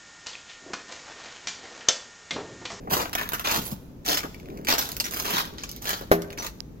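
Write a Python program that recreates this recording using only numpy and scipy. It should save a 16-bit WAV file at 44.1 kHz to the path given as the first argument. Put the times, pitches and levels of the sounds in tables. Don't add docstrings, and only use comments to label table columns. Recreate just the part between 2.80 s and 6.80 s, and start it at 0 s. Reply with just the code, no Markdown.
import sys
import numpy as np
from scipy import signal
from scipy.fft import rfft, irfft, next_fast_len
from scipy.io import wavfile

SR = 44100
rng = np.random.default_rng(int(sys.argv[2]) if len(sys.argv) > 2 else 0)


def master_out(mix):
    frames = np.transpose(np.atleast_2d(mix))
    ceiling = np.clip(frames, -1, 1)
    pcm = np.round(ceiling * 32767).astype(np.int16)
    wavfile.write(sys.argv[1], SR, pcm)


N = 176400

GRAINS_PER_S = 800
LEFT_LAG_S = 0.00041086
CRUNCH_ECHO_DB, CRACK_ECHO_DB = 0.5, -3


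def amp(db):
    return 10 ** (np.asarray(db, float) / 20)


def unit(x):
    return x / np.sqrt(np.mean(x ** 2))


def clock(seconds):
    return np.arange(int(seconds * SR)) / SR


def fade(t, t60):
    return np.exp(-np.log(1000) * t / t60)


def add(out, start, x):
    i = max(int(start * SR), 0)
    out[..., i:i + x.shape[-1]] += x[..., :max(out.shape[-1] - i, 0)]


def colour(x, hz, db, size=4096):
    f = np.maximum(np.fft.rfftfreq(size, 1 / SR), 1)
    cepstrum = irfft(np.log(amp(np.interp(np.log(f), np.log(hz), db))))
    cepstrum[1:size // 2] *= 2
    cepstrum[size // 2 + 1:] = 0
    return signal.fftconvolve(x, irfft(np.exp(rfft(cepstrum))))[:len(x)]


def burst(t, tone, t60):
    life = fade(t, t60)
    noise = colour(rng.standard_normal(len(t)) * life, *np.array(tone).T)
    return unit(noise) * np.sqrt(np.mean(life ** 2))


def arrive(x, lag):
    size = next_fast_len(len(x))
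    delay = np.exp(-2j * np.pi * np.fft.rfftfreq(size, 1 / SR) * lag)
    left = irfft(rfft(x, size) * delay, size)
    return np.array([left[:len(x)], x])


def diffuse(size):
    common = colour(rng.standard_normal(size), [300, 1000], [-.3, -3])
    side = colour(rng.standard_normal(size), [130, 300, 1000], [-13, -9, -3])
    return np.array([common + side, common - side])


def rumble(level_db=-44):
    # f/Hz, gain/dB
    tone = [(20, -11.5), (48, 1.5), (80, -4), (170, -5), (260, -6), (400, -12), (700, -23), (1500, -33.5),
            (3500, -41), (14000, -44)]
    noise = np.array([colour(side, *np.array(tone).T) for side in diffuse(N)])
    return amp(level_db) * unit(noise)


def hall(x):
    # f/Hz, t60/s, level/dB
    bands = [(150, 0.82, -13.5), (597, 1, -16.5), (1980, 0.8, -19), (6030, .72, -18.5), (14000, .62, -18.5)]
    t = clock(1.5)
    spectrum, response = rfft(diffuse(len(t))), 0
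    log_f = np.log(np.maximum(np.fft.rfftfreq(len(t), 1 / SR), 1))
    log_centres = np.log([row[0] for row in bands])
    for share, (_, t60, db) in zip(np.eye(len(bands)), bands):
        noise = irfft(spectrum * np.interp(log_f, log_centres, share), len(t))
        tail = fade(t, t60) * (1 - np.exp(-t / 0.0106))
        response = response + amp(db) * noise * tail / np.sqrt(np.sum(tail ** 2))
    return signal.fftconvolve(x[None], response, axes=1)[:, :N]


def underfoot(x, echo_db, echo_t60=.09, patchy_db=1.6, lag_spread_s=.000025):
    t = clock(.1)
    bounces = diffuse(len(t)) * fade(t, echo_t60) * (t > .001)
    bounces /= np.sqrt(np.sum(bounces ** 2) / 2)
    bounces = np.array([colour(side, [1000, 12000], [0, -1]) for side in bounces])
    hz = np.arange(2000, 16000, 400)
    patch_db = patchy_db * rng.standard_normal(len(hz)).clip(-1.5, 1.5) * (hz > hz[0])
    x = colour(np.pad(x, (0, len(t))), hz, patch_db)
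    direct = arrive(x, LEFT_LAG_S + lag_spread_s * rng.standard_normal())
    echoes = signal.fftconvolve(x[None], bounces, axes=1)[:, :len(x)]
    return (direct + amp(echo_db) * echoes) / np.hypot(1, amp(echo_db))


def phone_tap(start=3.8048, hz=4950, db=-11, t60=0.00328):
    out, t = np.zeros((2, N)), clock(.02)
    add(out[1], start, amp(db) * np.sin(2 * np.pi * hz * t) * fade(t, t60))
    return out


def trousers(hz=340):
    # middle t/s, half length/s, level/dB
    swings = [(0.03, 0.15, -42), (1.757, 0.12, -39), (2.494, 0.42, -45)]
    t = np.arange(N) / SR
    swell = sum(amp(db) * np.exp(-((t - middle) / half) ** 2) for middle, half, db in swings)
    tone_hz = hz * np.array([.2, .7, 1.2, 2.4, 12])
    return swell * unit(colour(rng.standard_normal(N), tone_hz, [-15.5, -1.5, -2.5, -19, -41.5]))


def thuds(t60=0.14):
    # t/s, level/dB, f/Hz
    landings = [(.073, -35.5, 650), (.115, -30, 175), (.778, -31, 201), (.915, -31, 169), (1.442, -37, 400),
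                (1.885, -38, 239), (2.53, -33.5, 270), (3.21, -37.5, 423)]
    out, t = np.zeros(N), clock(.25)
    for start, db, hz in landings:
        puff = rng.standard_normal(len(t)) * fade(t, t60)
        thud = colour(puff, hz * np.array([.25, .65, 1.3, 3, 9]), [-20, 0, 0, -20, -60])
        add(out, start, amp(db) * thud / np.sqrt(np.sum(thud ** 2) / (0.023 * SR)))
    return out


def rattle(gain_db=2, t60=0.016):
    # t/s, relative level/dB
    clicks = [(1.389, -25.5), (1.405, -27), (1.432, -30), (1.5447, -35), (1.5986, -41.5), (1.6574, -42.5),
              (1.7013, -43), (1.7737, -39), (1.848, -36), (1.8703, -20), (3.5037, -33.5), (3.528, -33),
              (3.576, -29.5)]
    # f/Hz, gain/dB
    tone = [(900, -15), (1800, -7), (2300, 0), (3200, -12), (7000, -16), (14000, -19)]
    out, t = np.zeros((2, N)), clock(.05)
    for start, db in clicks:
        add(out, start, underfoot(amp(db + gain_db) * burst(t, tone, t60), CRACK_ECHO_DB))
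    return out


def knock(start=3.3148, ring_db=-17.5, blow_db=-10, grit_db=-19.5):
    # f/Hz, relative level/dB, t60/s
    notes = [(171.6, -8, 0.54), (235.4, -14, 0.42), (323, -7, 0.33), (403, 1.5, 0.32), (516, 7, 0.023),
             (481, -10.5, 0.27), (562, -13, 0.4), (668, -1, .11), (740, -5, .18), (1084, -3, 0.067)]
    # f/Hz, gain/dB
    blow_tone = [(80, -19), (180, -8), (330, -2), (720, 4.5), (950, -3), (1600, -2), (2700, -16),
                 (8000, -43)]
    # f/Hz, gain/dB
    grit_tone = [(1500, 2.5), (5500, -1.5), (9000, -1.5), (12000, 5.5), (16000, -2.5)]
    out, t = np.zeros((2, N)), clock(.6)
    ring = sum(amp(db) * np.sin(2 * np.pi * hz * t) * fade(t, t60) for hz, db, t60 in notes)
    blow = amp(blow_db) * burst(t, blow_tone, t60=0.12)
    jolt = amp(grit_db) * burst(t, grit_tone, t60=0.11)
    add(out, start, arrive(amp(ring_db) * ring + blow, lag=0.00029))
    add(out, start, underfoot(jolt, CRUNCH_ECHO_DB))
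    return out


def fragment(t, t60, count=10):
    hz = 300 + 16000 * (np.arange(count) + rng.random(count)) / count
    lives = t60 * np.exp(.5 * rng.standard_normal(count))
    notes = np.sin(2 * np.pi * (hz[:, None] * t + rng.random((count, 1))))
    ring = (notes * fade(t, lives[:, None])).sum(0)
    return ring / np.sqrt(np.sum(ring ** 2))


def grit(seconds, per_s, count=48, spread_db=5, powder_db=-15):
    grains = [fragment(clock(.015), t60=.004) for _ in range(count)]
    out = np.zeros(int(seconds * SR))
    for when, smallness, pick in rng.random((int(seconds * per_s) + 1, 3)):
        strength = amp(-spread_db * np.log(max(smallness, .05)))
        add(out, when * seconds, strength * grains[int(pick * count)])
    return unit(unit(out) + amp(powder_db) * rng.standard_normal(len(out)))


def under_sole(x, levels_db):
    # lower f/Hz, upper f/Hz
    bands = [(300, 900), (900, 3000), (3000, 8000), (10000, 16000)]
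    # f/Hz, gain/dB
    tone = [(80, -7.5), (300, -1.5), (600, 0.5), (900, 3), (1300, 3), (2200, -2.5), (3300, 0), (5000, -1)]
    lower, upper = np.array(bands, float).T
    db = np.array(levels_db) + 10 * np.log10(SR / 2 / (upper - lower))
    return colour(colour(x, np.sqrt(lower * upper), db), *np.array(tone).T)


def crumbs(per_s=60):
    times = [.05, .25, .9, 1.02, 1.3, 1.5, 2.1, 3.7, 3.85]
    gains = [0.11, 2.6, 1.2, 0.094, 0.145, 0.53, 1.2, 0.94, 0.021]
    patter = under_sole(grit(N / SR, per_s), [-69, -60, -68, -66])
    return arrive(np.interp(np.arange(N) / SR, times, gains) * patter, LEFT_LAG_S)


def scrapes():
    # t/s, length/s, level/dB, f/Hz
    drags = [(0.099, 0.059, -29, 940), (.18, 0.043, -30.5, 910), (0.654, .14, -32, 1100),
             (1.25, 0.098, -36, 610)]
    out = np.zeros((2, N))
    for start, seconds, db, hz in drags:
        grains = grit(seconds, GRAINS_PER_S)
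        rasp = unit(colour(grains, hz * np.array([.5, .85, 1.15, 2, 10]), [-17, 0, 0, -17, -50]))
        swell = np.sqrt(np.hanning(len(rasp)))
        add(out, start, underfoot(amp(db) * rasp * swell, CRUNCH_ECHO_DB))
    return out


def shards(detune=0.0147):
    # t/s, f/Hz, level/dB, t60/s
    slivers = [(.119, 15100, -25, .1), (.853, 10900, -34, 0.17), (1.373, 7260, -24.5, 0.095),
               (1.983, 5750, -28.5, 0.16), (1.985, 13330, -27, .14), (2.2, 4740, -25, .05),
               (2.202, 8210, -26, 0.1), (2.244, 5800, -31, 0.13), (2.615, 8950, -36, 0.14),
               (3.588, 5890, -31.5, 0.18)]
    out, t = np.zeros(N), clock(.3)
    for start, hz, db, t60 in slivers:
        second_hz = hz * (1 + detune * rng.standard_normal())
        pair = np.sin(2 * np.pi * hz * t) + .5 * np.sin(2 * np.pi * second_hz * t)
        add(out, start, amp(db) * pair * fade(t, t60))
    return arrive(out, lag=0.00035)


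def cracks(gain_db=-1.5, split_db=-7.5, ring_db=-9):
    # t/s, then relative level/dB in the mid, bright and top bands
    pieces = [(0.105, -36, -37.5, -34), (0.256, -28, -42, -48), (0.3303, -28, -27, -35),
              (0.3343, -33, -31.5, -38.5), (0.352, -19, -31, -25.5), (0.49, -33, -37, -31),
              (0.5205, -29.5, -35, -35), (0.5336, -22, -37, -24.5), (0.5955, -27, -36, -30),
              (1.262, -36, -25, -34), (1.2865, -28, -22, -28), (1.331, -33, -21, -33.5),
              (1.373, -26.5, -21, -30), (1.8486, -48, -37, -40), (1.925, -21, -20, -31),
              (1.9826, -27, -31, -29), (1.991, -27, -23.5, -31), (2.09, -35, -34, -34.5),
              (2.118, -44.5, -31, -30.5), (2.167, -34, -34, -28), (2.2003, -26.5, -21.5, -26),
              (2.205, -31, -23, -28), (2.31, -41, -33, -31), (2.399, -27.5, -27, -27),
              (2.506, -24.5, -33, -27), (2.783, -39.5, -35.5, -59), (2.836, -35, -25.5, -39),
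              (2.892, -48, -28, -38), (2.9146, -56.5, -34, -37), (2.9626, -59, -36.5, -37),
              (3.055, -31, -36, -34), (3.092, -25, -25, -24), (3.211, -34, -55, -38),
              (3.4204, -39, -38, -39.5), (3.6651, -37.5, -33, -32)]
    out, t = np.zeros((2, N)), clock(.06)
    for start, mid, bright, top in pieces:
        size = np.clip(1 + (max(mid, bright) + 27) / 14, .45, 1)
        t60 = 0.0085 * size
        snap = fade(t, t60)
        since_split = t - .005 * rng.uniform(.5, 1)
        split = size * amp(split_db) * (since_split > 0) * fade(abs(since_split), t60)
        click = rng.standard_normal(len(t)) * (snap + split) / np.sqrt(np.sum(snap ** 2))
        ring = amp(ring_db) * fragment(t, t60=0.057)
        crack = under_sole((click + ring) * np.sqrt(0.0052 * SR), [mid - 11.5, mid, bright, top])
        add(out, start, underfoot(crack, CRACK_ECHO_DB))
    return amp(gain_db) * out


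def crunches(gain_db=-1.5, seconds=.35):
    # t/s, rise/s, hold/s, time to fall 25 dB/s,
    # then relative level/dB in the low, mid, bright and top bands
    presses = [(0.092, 0.032, 0.024, 0.07, -29, -30, -27.5, -24.5),
               (0.16, 0.00455, 0.0104, 0.07, -29, -32.5, -29, -32),
               (0.189, 0.0071, 0.013, 0.09, -30, -31.5, -31.5, -36.5),
               (0.372, 0.013, 0.007, 0.14, -37, -25.5, -34.5, -36.5),
               (0.533, 0.0023, 0.012, 0.13, -49, -29, -37.5, -36.5),
               (0.64, 0.0044, 0.037, 0.07, -35, -23, -29.5, -33.5),
               (0.68, 0.03, 0.055, 0.09, -32.5, -32.5, -27, -29),
               (0.8, 0.0215, 0.063, 0.03, -44.5, -51, -43, -37.5),
               (0.896, 0.012, 0.023, 0.02, -40, -52, -42, -38),
               (1.243, 0.042, 0.054, 0.0855, -31, -32, -25.5, -29.5),
               (1.369, 0.0028, 0.0066, 0.02, -37.5, -29.5, -27, -29.5),
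               (1.425, 0.011, 0.012, 0.0442, -36, -35, -46, -48),
               (1.873, 0.016, 0.017, 0.0451, -28.5, -24, -21, -25),
               (1.921, 0.0035, 0.0096, 0.08, -26.5, -27, -24.5, -32),
               (1.971, 0.0094, 0.014, 0.17, -38.5, -35.5, -27, -32.5),
               (2.239, 0.0034, 0.0062, 0.08, -44, -33, -30, -35),
               (2.308, 0.02, 0.2, 0.08, -43, -39, -37, -35),
               (2.444, 0.0041, 0.063, 0.06, -40.5, -33, -34.5, -40.5),
               (2.52, 0.012, 0.046, 0.11, -36.5, -26, -25, -34),
               (2.774, 0.0088, 0.062, 0.4, -55, -52.5, -41, -59),
               (3.013, 0.0048, 0.0193, 0.2, -43, -48, -40.5, -41),
               (3.05, 0.036, 0.0071, 0.13, -35, -29.5, -28, -32),
               (3.571, 0.0048, 0.024, 0.031, -39.5, -43, -36.5, -45.5),
               (3.615, 0.014, 0.039, 0.04, -39, -38, -36.5, -39.5)]
    out, t = np.zeros((2, N)), clock(seconds)
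    for start, rise, hold, fall, *levels_db in presses:
        press = np.minimum(t / max(rise, .001), 1) ** 1.2
        weight = press * amp(-25 * np.maximum(t - rise - hold, 0) / fall)
        crush = grit(seconds, GRAINS_PER_S) * weight
        crush *= np.sqrt(np.sum(weight ** 2) / np.sum(crush ** 2))
        add(out, start, underfoot(under_sole(crush, levels_db), CRUNCH_ECHO_DB))
    return amp(gain_db) * out


def scene():
    steps = crunches() + crumbs() + cracks() + rattle() + scrapes() + shards()
    steps += arrive(thuds() + trousers(), LEFT_LAG_S)
    hit = knock()
    return rumble() + hall(steps[1] + 0.91 * hit[1]) + phone_tap() + hit + steps


def record(dry, top_hz=16000):
    # f/Hz, left gain/dB, right gain/dB
    openings = [(200, 0.87, -0.06), (1500, 0.56, -0.7), (4500, 1, -.5), (6470, 1.5, 1.5), (8900, -12, -9),
                (10800, -6.5, -0.5), (13250, -5, 6), (15500, -11, 2)]
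    hz, *sides_db = np.array(openings).T
    clipped = np.clip([colour(side, hz, db) for side, db in zip(dry, sides_db)], -1, 1)
    return signal.sosfilt(signal.ellip(10, .2, 70, top_hz, fs=SR, output="sos"), clipped)


dry = scene()
out = record(dry)
master_out(out)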